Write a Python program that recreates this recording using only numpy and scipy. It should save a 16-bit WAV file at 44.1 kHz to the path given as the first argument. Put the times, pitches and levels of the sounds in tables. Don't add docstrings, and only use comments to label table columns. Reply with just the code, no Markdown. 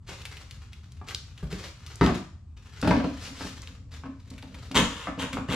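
import sys
import numpy as np
from scipy import signal
from scipy.fft import rfft, irfft, next_fast_len
from scipy.io import wavfile
from scipy.ndimage import uniform_filter1d

SR = 44100
rng = np.random.default_rng(int(sys.argv[2]) if len(sys.argv) > 2 else 0)


def to_wav(s):
    ch = np.atleast_2d(s).T
    pcm = np.round(np.clip(ch, -1, 1) * 32767)
    wavfile.write(sys.argv[1], SR, pcm.astype(np.int16))


N = 244755
T = np.arange(N) / SR
HZ = np.fft.rfftfreq(8192, 1 / SR)

# frequency in Hz, power density in dB per Hz.
BACKGROUND_TONE = [(20, -20), (40, -3), (60, 3.5), (82, 8), (120, 0), (170, -9), (260, -17.5), (500, -38.5),
                   (1200, -34), (3000, -69), (8000, -48), (15000, -101)]
# frequency in Hz, time to fall by 60 dB in seconds.
ROOM_T60 = [(80, 0.45), (300, 0.29), (1000, 0.43), (3000, 0.4047), (7000, 0.49), (14000, 0.24)]
# frequency in Hz, left-right likeness (1 = identical).
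LIKENESS = [(250, 0.98), (500, 0.74), (1000, 0.62), (2000, 0.44), (4000, 0.11), (11000, 0.083)]
# frequency in Hz, left minus right in dB
BALANCE = [(100, 2.9), (500, 1.9), (1000, 2.2), (2000, 4.5), (4000, 4.5), (9000, 0.82), (18000, 0.89)]
# frequency in Hz, width in Hz, lift in dB when held in the air,
# lift in dB when resting on the pan.
SHEET_MODES = [(184.6, 220, 7, 2), (266.4, 54, -1.5, 8), (365.5, 90, 4.5, -8), (486, 89, 4, 2),
               (1200, 210, 6, -2), (1580, 110, 0, 2), (3500, 190, -2, 2)]

# time in seconds, level in dB.
LIFTING = [(0.0, -80), (0.12, -58), (0.26, -56.5), (0.33, -56.5), (0.7, -67), (0.98, -68), (1.24, -65.5),
           (1.72, -68.5), (1.87, -53.5), (2.0, -60)]
# time in seconds, level in dB.
LAYING = [(2.45, -103), (2.62, -74), (2.83, -49.5), (3.01, -55.5), (3.55, -54), (3.73, -62), (3.86, -78.5),
          (4.55, -59.5), (4.7, -58.5)]
# time in seconds, level in dB.
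DRAGGING = [(3.25, -50.5), (3.392, -55), (3.42, -47.5), (3.896, -66.5), (3.95, -54.5), (4.118, -48),
            (4.22, -65), (4.346, -48), (4.616, -55.5), (4.72, -42)]
# start in seconds, length in seconds, level in dB.
GRIP_SCUFFS = [(0.064, 0.099, -46), (1.064, 0.068, -40), (1.376, 0.045, -52), (1.498, 0.22, -40.5),
               (2.03, 0.062, -34.5), (2.129, 0.04, -36), (2.562, 0.026, -52), (2.646, 0.067, -53.5),
               (3.907, 0.079, -47.5)]
# frequency in Hz, power density in dB per Hz.
SLIDE_TONE = [(150, -20), (400, -2.5), (700, -9.5), (1200, -3), (2200, -5), (4200, -6.5), (7000, -11.5),
              (9500, -22.5), (12500, -23.5), (15500, -27)]
# start in seconds, length in seconds, level in dB.
PALM_SWEEPS = [(3.192, 0.11, -42), (3.337, 0.19, -45)]
# frequency in Hz, power density in dB per Hz.
PALM_TONE = [(500, 1.5), (1500, 1), (5500, 1.5), (9000, -10), (12000, -14.5), (15500, -19)]

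# start in seconds, level in dB, pitch in Hz.
SNAPS = [(.218, -36.5, 3150), (.253, -28, 2450), (0.369, -34.5, 2680), (.51, -33.5, 3380),
         (.731, -38.5, 2700), (.92, -44, 4730), (1.086, -29.5, 2880), (1.108, -32.5, 1700),
         (1.377, -39, 2880), (1.527, -33.5, 1980), (1.864, -33.5, 3630), (2.815, -28, 4800),
         (2.875, -25.5, 2980), (2.909, -37, 1840), (4.302, -38.5, 4160), (4.38, -39, 2000),
         (4.425, -38.5, 2710), (4.544, -37.5, 2600), (4.715, -32, 2930), (5.194, -34, 2630),
         (5.224, -32, 6500), (5.329, -26, 2120), (5.499, -34, 3000)]
# start in seconds, level in dB, pitch in Hz.
HARD_TICKS = [(1.1474, -16, 4040), (1.957, -33, 6760), (2.063, -19, 3200), (3.619, -34, 5870),
              (3.673, -30.5, 3070)]
# start in seconds, end in seconds, tearing level in dB,
# level of the sheet's flexing in dB.
BLADE_STROKES = [(4.743, 4.778, -20, -21.5), (4.834, 5.059, -46.5, -71), (5.183, 5.229, -35, -34.5),
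                 (5.319, 5.351, -43, -31), (5.476, 5.509, -40.5, -43), (5.506, 5.58, -31.5, -30)]
# frequency in Hz, power density in dB per Hz.
TEAR_TONE = [(200, -24.5), (450, 9), (700, -8.5), (930, 11), (1450, 5), (1900, 2), (3000, 5.5), (5200, -7),
             (7000, -5.5), (9000, -14.5), (12000, -19), (15500, -21)]

# start in seconds, strength in dB, hardness in dB.
BLOWS = [(0.088, -44.5, -3), (0.117, -45.5, 5), (1.014, -44, 8.5), (1.428, -34.5, -8.5),
         (1.525, -30.5, -10), (2.011, -15, -1), (2.029, -19.5, -1), (2.071, -25, 2), (2.09, -23, -1.5),
         (2.152, -28.5, -12), (2.826, -20, -5), (2.845, -21.5, -6), (2.874, -17, -4), (2.909, -19, 4.5),
         (2.945, -23.5, -18), (2.966, -21.5, -15), (3.001, -29.5, 3), (3.04, -23.5, -5.5),
         (3.408, -36.5, 7), (3.448, -35.5, -14), (4.036, -39.5, 5.5), (4.056, -37.5, 1), (4.313, -44, -3),
         (4.428, -41.5, 1.5), (4.546, -49, 6.5), (4.712, -34.5, -2), (4.787, -22.5, -1.5),
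         (4.827, -26.5, -1), (5.071, -29, 7), (5.177, -32.5, -11), (5.239, -32.5, 1.5), (5.37, -30, 7),
         (5.487, -26, -6.5)]
# frequency in Hz, power density in dB per Hz.
THUD_TONE = [(20, -52), (50, -5.5), (95, -5.5), (200, -2.5), (290, -3.5), (450, -10), (650, -14.5),
             (1500, -69.5)]
# frequency in Hz, power density in dB per Hz.
SLAP_TONE = [(150, -17), (420, -8.5), (750, 5.5), (1250, 3), (1900, -6.5), (3000, -16.5), (8000, -60.5)]
# frequency in Hz, power density in dB per Hz.
CRACK_TONE = [(600, -3), (1800, 9), (3300, 4.5), (5000, 1), (7500, -12.5), (12000, -24), (15500, -21)]
# start in seconds, level in dB.
SHEET_WHUMPS = [(1.431, -25.5), (2.01, -21), (4.783, -21.5)]
# frequency in Hz, power density in dB per Hz.
WHUMP_TONE = [(20, 0.5), (55, 16.5), (95, -2), (150, 13.5), (220, -10.5), (600, -41)]

LANDS_AT_S = 2.8
SCUFF_RISE_S = 0.025
BOOM_HZ, BOOM_DECAY_S = 265.9, 0.041
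SNAP_CYCLES = 14.2
EDGE_HZ = 15500


def amp(db):
    return 10 ** (np.asarray(db) / 20)


def evened(x):
    return x / np.sqrt(np.mean(x ** 2) + 1e-20)


def read(points, hz):
    f, value = np.transpose(points)
    return np.interp(np.log(hz + 1), np.log(f + 1), value)


def add(mix, s, sound):
    part = mix[max(round(s * SR), 0):][:len(sound)]
    part += sound[:len(part)]


def colour(x, db):
    size = len(HZ) - 1
    cepstrum = irfft(np.log(amp(np.maximum(db, -100))))[:size]
    cepstrum[0] = 0
    taps = irfft(np.exp(2 * rfft(cepstrum, 2 * size)))[:size]
    return signal.fftconvolve(x, taps / np.linalg.norm(taps))[:len(x)]


def flattened(x, span_hz, size=4096):
    count = 8 * size
    power = uniform_filter1d(abs(rfft(x, count)) ** 2, max(round(span_hz * count / SR), 1))
    power = np.interp(HZ, np.fft.rfftfreq(count, 1 / SR), power)
    return colour(x, -10 * np.log10(power + 1e-12))


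def smooth_noise(size):
    return evened(uniform_filter1d(rng.standard_normal(N), size=size))


def pair(a, b, hz):
    same = np.clip(read(LIKENESS, hz), -1, 1)
    mid = np.sqrt((1 + same) / 2) * a
    side = np.sqrt((1 - same) / 2) * b
    return np.array([mid + side, mid - side])


def background(rumble_db=-45):
    size = next_fast_len(N)
    hz = np.fft.rfftfreq(size, 1 / SR)
    a, b = rfft(rng.standard_normal((2, size))) * amp(read(BACKGROUND_TONE, hz))
    return amp(rumble_db) * evened(irfft(pair(a, b, hz), size)[:, :N])


def garage(x, wet_db, build_s=0.00035):
    hz, t, z = signal.stft(rng.standard_normal((2, SR)), SR, nperseg=256)
    z = pair(*z, hz[:, None]) * amp(-60 * t / read(ROOM_T60, hz)[:, None])
    tail = signal.istft(z, SR, nperseg=256)[1][:, :SR] * (1 - np.exp(-T[:SR] / build_s))
    paths = amp(wet_db) * tail / np.linalg.norm(tail[0])
    paths[[0, 1], [1, 0]] += 1
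    ears = []
    for path in paths:
        response = np.linalg.norm(path) * evened(flattened(path, 103)) / np.sqrt(SR)
        ears.append(signal.fftconvolve(x, response)[:N])
    return np.array(ears)


def bump(hz, width):
    return 1 / (1 + (2 * (HZ - hz) / width) ** 2)


def sheet_db(on_pan=True):
    lift = 0
    for hz, width, held_db, resting_db in SHEET_MODES:
        lift = lift + (resting_db if on_pan else held_db) * bump(hz, width)
    return lift


def ripple():
    waves = uniform_filter1d(uniform_filter1d(rng.standard_normal(len(HZ)), size=26), size=20)
    return evened(np.tanh(evened(waves)))


def grains(per_s, spread_db):
    sizes = amp(spread_db * np.minimum(rng.exponential(1, N), 4))
    return evened(rng.choice([-1., 1.], N) * sizes * (rng.random(N) < per_s / SR))


def burst(decay_s, tone_db, rattle_db=3, size=10000):
    rattle = amp(rattle_db * evened(uniform_filter1d(rng.standard_normal(size), size=90)))
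    chatter = rng.standard_normal(size) * rattle * np.exp(-T[:size] / decay_s)
    x = colour(flattened(chatter, 260), tone_db)
    return x / np.linalg.norm(x) * np.sqrt(decay_s * SR / 2)


def travelling(x, tone_db, ripple_db, dwell_s, count=6):
    pace = np.exp(.5 * smooth_noise(5000))
    place = np.cumsum(pace) / SR / dwell_s
    out = np.zeros(N)
    for k in range(count):
        nearness = np.maximum(1 - abs((place - k) % count - 1), 0)
        out += colour(x * np.sqrt(nearness), tone_db + ripple_db * ripple())
    return out


def gesture(points, fade_s=0.19):
    s, db = np.transpose(points)
    outside = abs(T - np.clip(T, s[0], s[-1]))
    return amp(np.interp(T, s, db)) * np.exp(-outside / fade_s)


def sweeps():
    speed = np.zeros(N)
    for start, length, db in PALM_SWEEPS:
        add(speed, start, amp(db) * np.sqrt(np.hanning(round(length * SR))))
    return colour(speed * grains(per_s=5800, spread_db=2.5), read(PALM_TONE, HZ))


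def hand_speed(glide_db=-2.0, scuff_db=-3.0, fade_power=0.74):
    speed = amp(glide_db) * (gesture(LIFTING) + gesture(LAYING))
    for start, length, db in GRIP_SCUFFS:
        t = T[:round(length * SR)]
        swell = np.minimum(t / SCUFF_RISE_S, 1)
        slowing = np.maximum(1 - t / length, 0) ** fade_power
        add(speed, start, amp(db + scuff_db) * swell * slowing)
    return speed


def sliding(hiss_db=-2.0, held_db=-13, drag_db=-3.0, scuff_db=-10, crackle_db=-5, uneven_db=4.5, catch_db=6.5):
    hiss = hand_speed()
    grip = amp(uneven_db * smooth_noise(700))
    crackles = amp(crackle_db) * grains(per_s=450, spread_db=4.0)
    fibres = amp(hiss_db) * (grains(per_s=13000, spread_db=0.5) + crackles)
    rub = rng.standard_normal(N)

    body_db = np.maximum(read(THUD_TONE, HZ), read(SLAP_TONE, HZ) + scuff_db)
    held = colour(hiss * rub * (T < LANDS_AT_S), body_db + sheet_db(on_pan=False))

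    catches = evened(amp(catch_db * smooth_noise(2500)))
    groan_db = read(THUD_TONE, HZ) + 1.94 * sheet_db()
    dragged = travelling(gesture(DRAGGING) * catches * rub, groan_db, ripple_db=3, dwell_s=0.12)

    rustle = travelling(hiss * grip * fibres, read(SLIDE_TONE, HZ), ripple_db=2, dwell_s=0.071)
    return rustle + amp(held_db) * held + amp(drag_db) * dragged


def ticks(focus_db=36, spread=0.79, level_db=-4.0, decay_s=0.002):
    out = np.zeros(N)
    for s, db, hz in HARD_TICKS:
        tone = focus_db / (1 + (np.log((HZ + 1) / hz) / spread) ** 2)
        add(out, s, amp(db + level_db) * burst(decay_s, tone))
    return out


def snaps(focus_db=27, level_db=-4.0, ring_db=3):
    out = np.zeros(N)
    for s, db, hz in SNAPS:
        tone = focus_db / (1 + np.log((HZ + 1) / hz) ** 2) + ring_db * ripple()
        add(out, s, amp(db + level_db) * burst(SNAP_CYCLES / hz, tone))
    return out


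def cuts(rise_s=0.017, fall_s=0.011, slips_per_s=162, jitter=0.392, slip_db=7, tear_db=-1, flex_db=-3.0):
    tear, flex = np.zeros((2, N))
    for start, end, tearing_db, flexing_db in BLADE_STROKES:
        push = np.clip((T - start) / rise_s, 0, 1) * np.exp(-np.maximum(T - end, 0) / fall_s)
        tear += amp(tearing_db) * push
        flex += amp(flexing_db) * push
    rate = slips_per_s * (1 + jitter * smooth_noise(200))
    slips = evened(amp(slip_db * np.cos(2 * np.pi * np.cumsum(rate) / SR)))
    fibres = tear * slips * grains(per_s=5000, spread_db=1.5)
    tearing = travelling(fibres, read(TEAR_TONE, HZ) + sheet_db(), ripple_db=2.5, dwell_s=.01)
    flexing = colour(flex * grains(per_s=1000, spread_db=4.0), read(THUD_TONE, HZ) + sheet_db())
    return amp(tear_db) * tearing + amp(flex_db) * flexing


def blow(s, strength_db, hardness_db, slap_db=-3, crack_db=-15, crack_per_hardness=0.16, thud_db=1.0,
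         thud_decay_s=0.037, slap_decay_s=0.017, crack_decay_s=0.031, linger=0.34, spot_db=3.0):
    upper = HZ > 2 * SHEET_MODES[0][0]
    ring = sheet_db(on_pan=s > LANDS_AT_S) + spot_db * ripple() * upper
    contact = amp(linger * strength_db)
    parts = [(THUD_TONE, thud_db, thud_decay_s),
             (SLAP_TONE, slap_db + hardness_db, slap_decay_s),
             (CRACK_TONE, crack_db + crack_per_hardness * hardness_db, crack_decay_s)]
    total = np.zeros(10000)
    for tone, db, decay_s in parts:
        total += amp(db) * burst(decay_s * contact, read(tone, HZ) + ring)
    return amp(strength_db) * total


def knocks(boom_db=-8.0):
    out = np.zeros(N)
    t = T[:SR // 2]
    boom = amp(boom_db) * np.exp(-t / BOOM_DECAY_S) * np.sin(2 * np.pi * BOOM_HZ * t)
    for s, strength_db, hardness_db in BLOWS:
        add(out, s, blow(s, strength_db, hardness_db))
        if s > LANDS_AT_S:
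            add(out, s, amp(strength_db) * boom)
    for s, db in SHEET_WHUMPS:
        add(out, s, amp(db) * burst(0.011, read(WHUMP_TONE, HZ)))
    return out


def scene():
    rubbing = garage(sliding() + sweeps(), wet_db=0)
    snapping = garage(snaps(), wet_db=-5.0) + garage(ticks(), wet_db=-6.5)
    cutting = garage(cuts(), wet_db=0.5)
    knocking = garage(knocks(), wet_db=1.0)
    return background() + rubbing + snapping + cutting + knocking


def record(dry, top_hz=13000):
    tilt_db = read(BALANCE, HZ)
    ports = np.array([colour(x, side * tilt_db) for x, side in zip(dry, (.5, -.5))])
    ports = signal.sosfilt(signal.butter(N=3, Wn=top_hz, fs=SR, output="sos"), ports)
    band_limit = signal.firwin(511, EDGE_HZ, window=("kaiser", 9), fs=SR)
    return signal.oaconvolve(ports, band_limit[None], "same")


dry = scene()
out = record(dry)
to_wav(out)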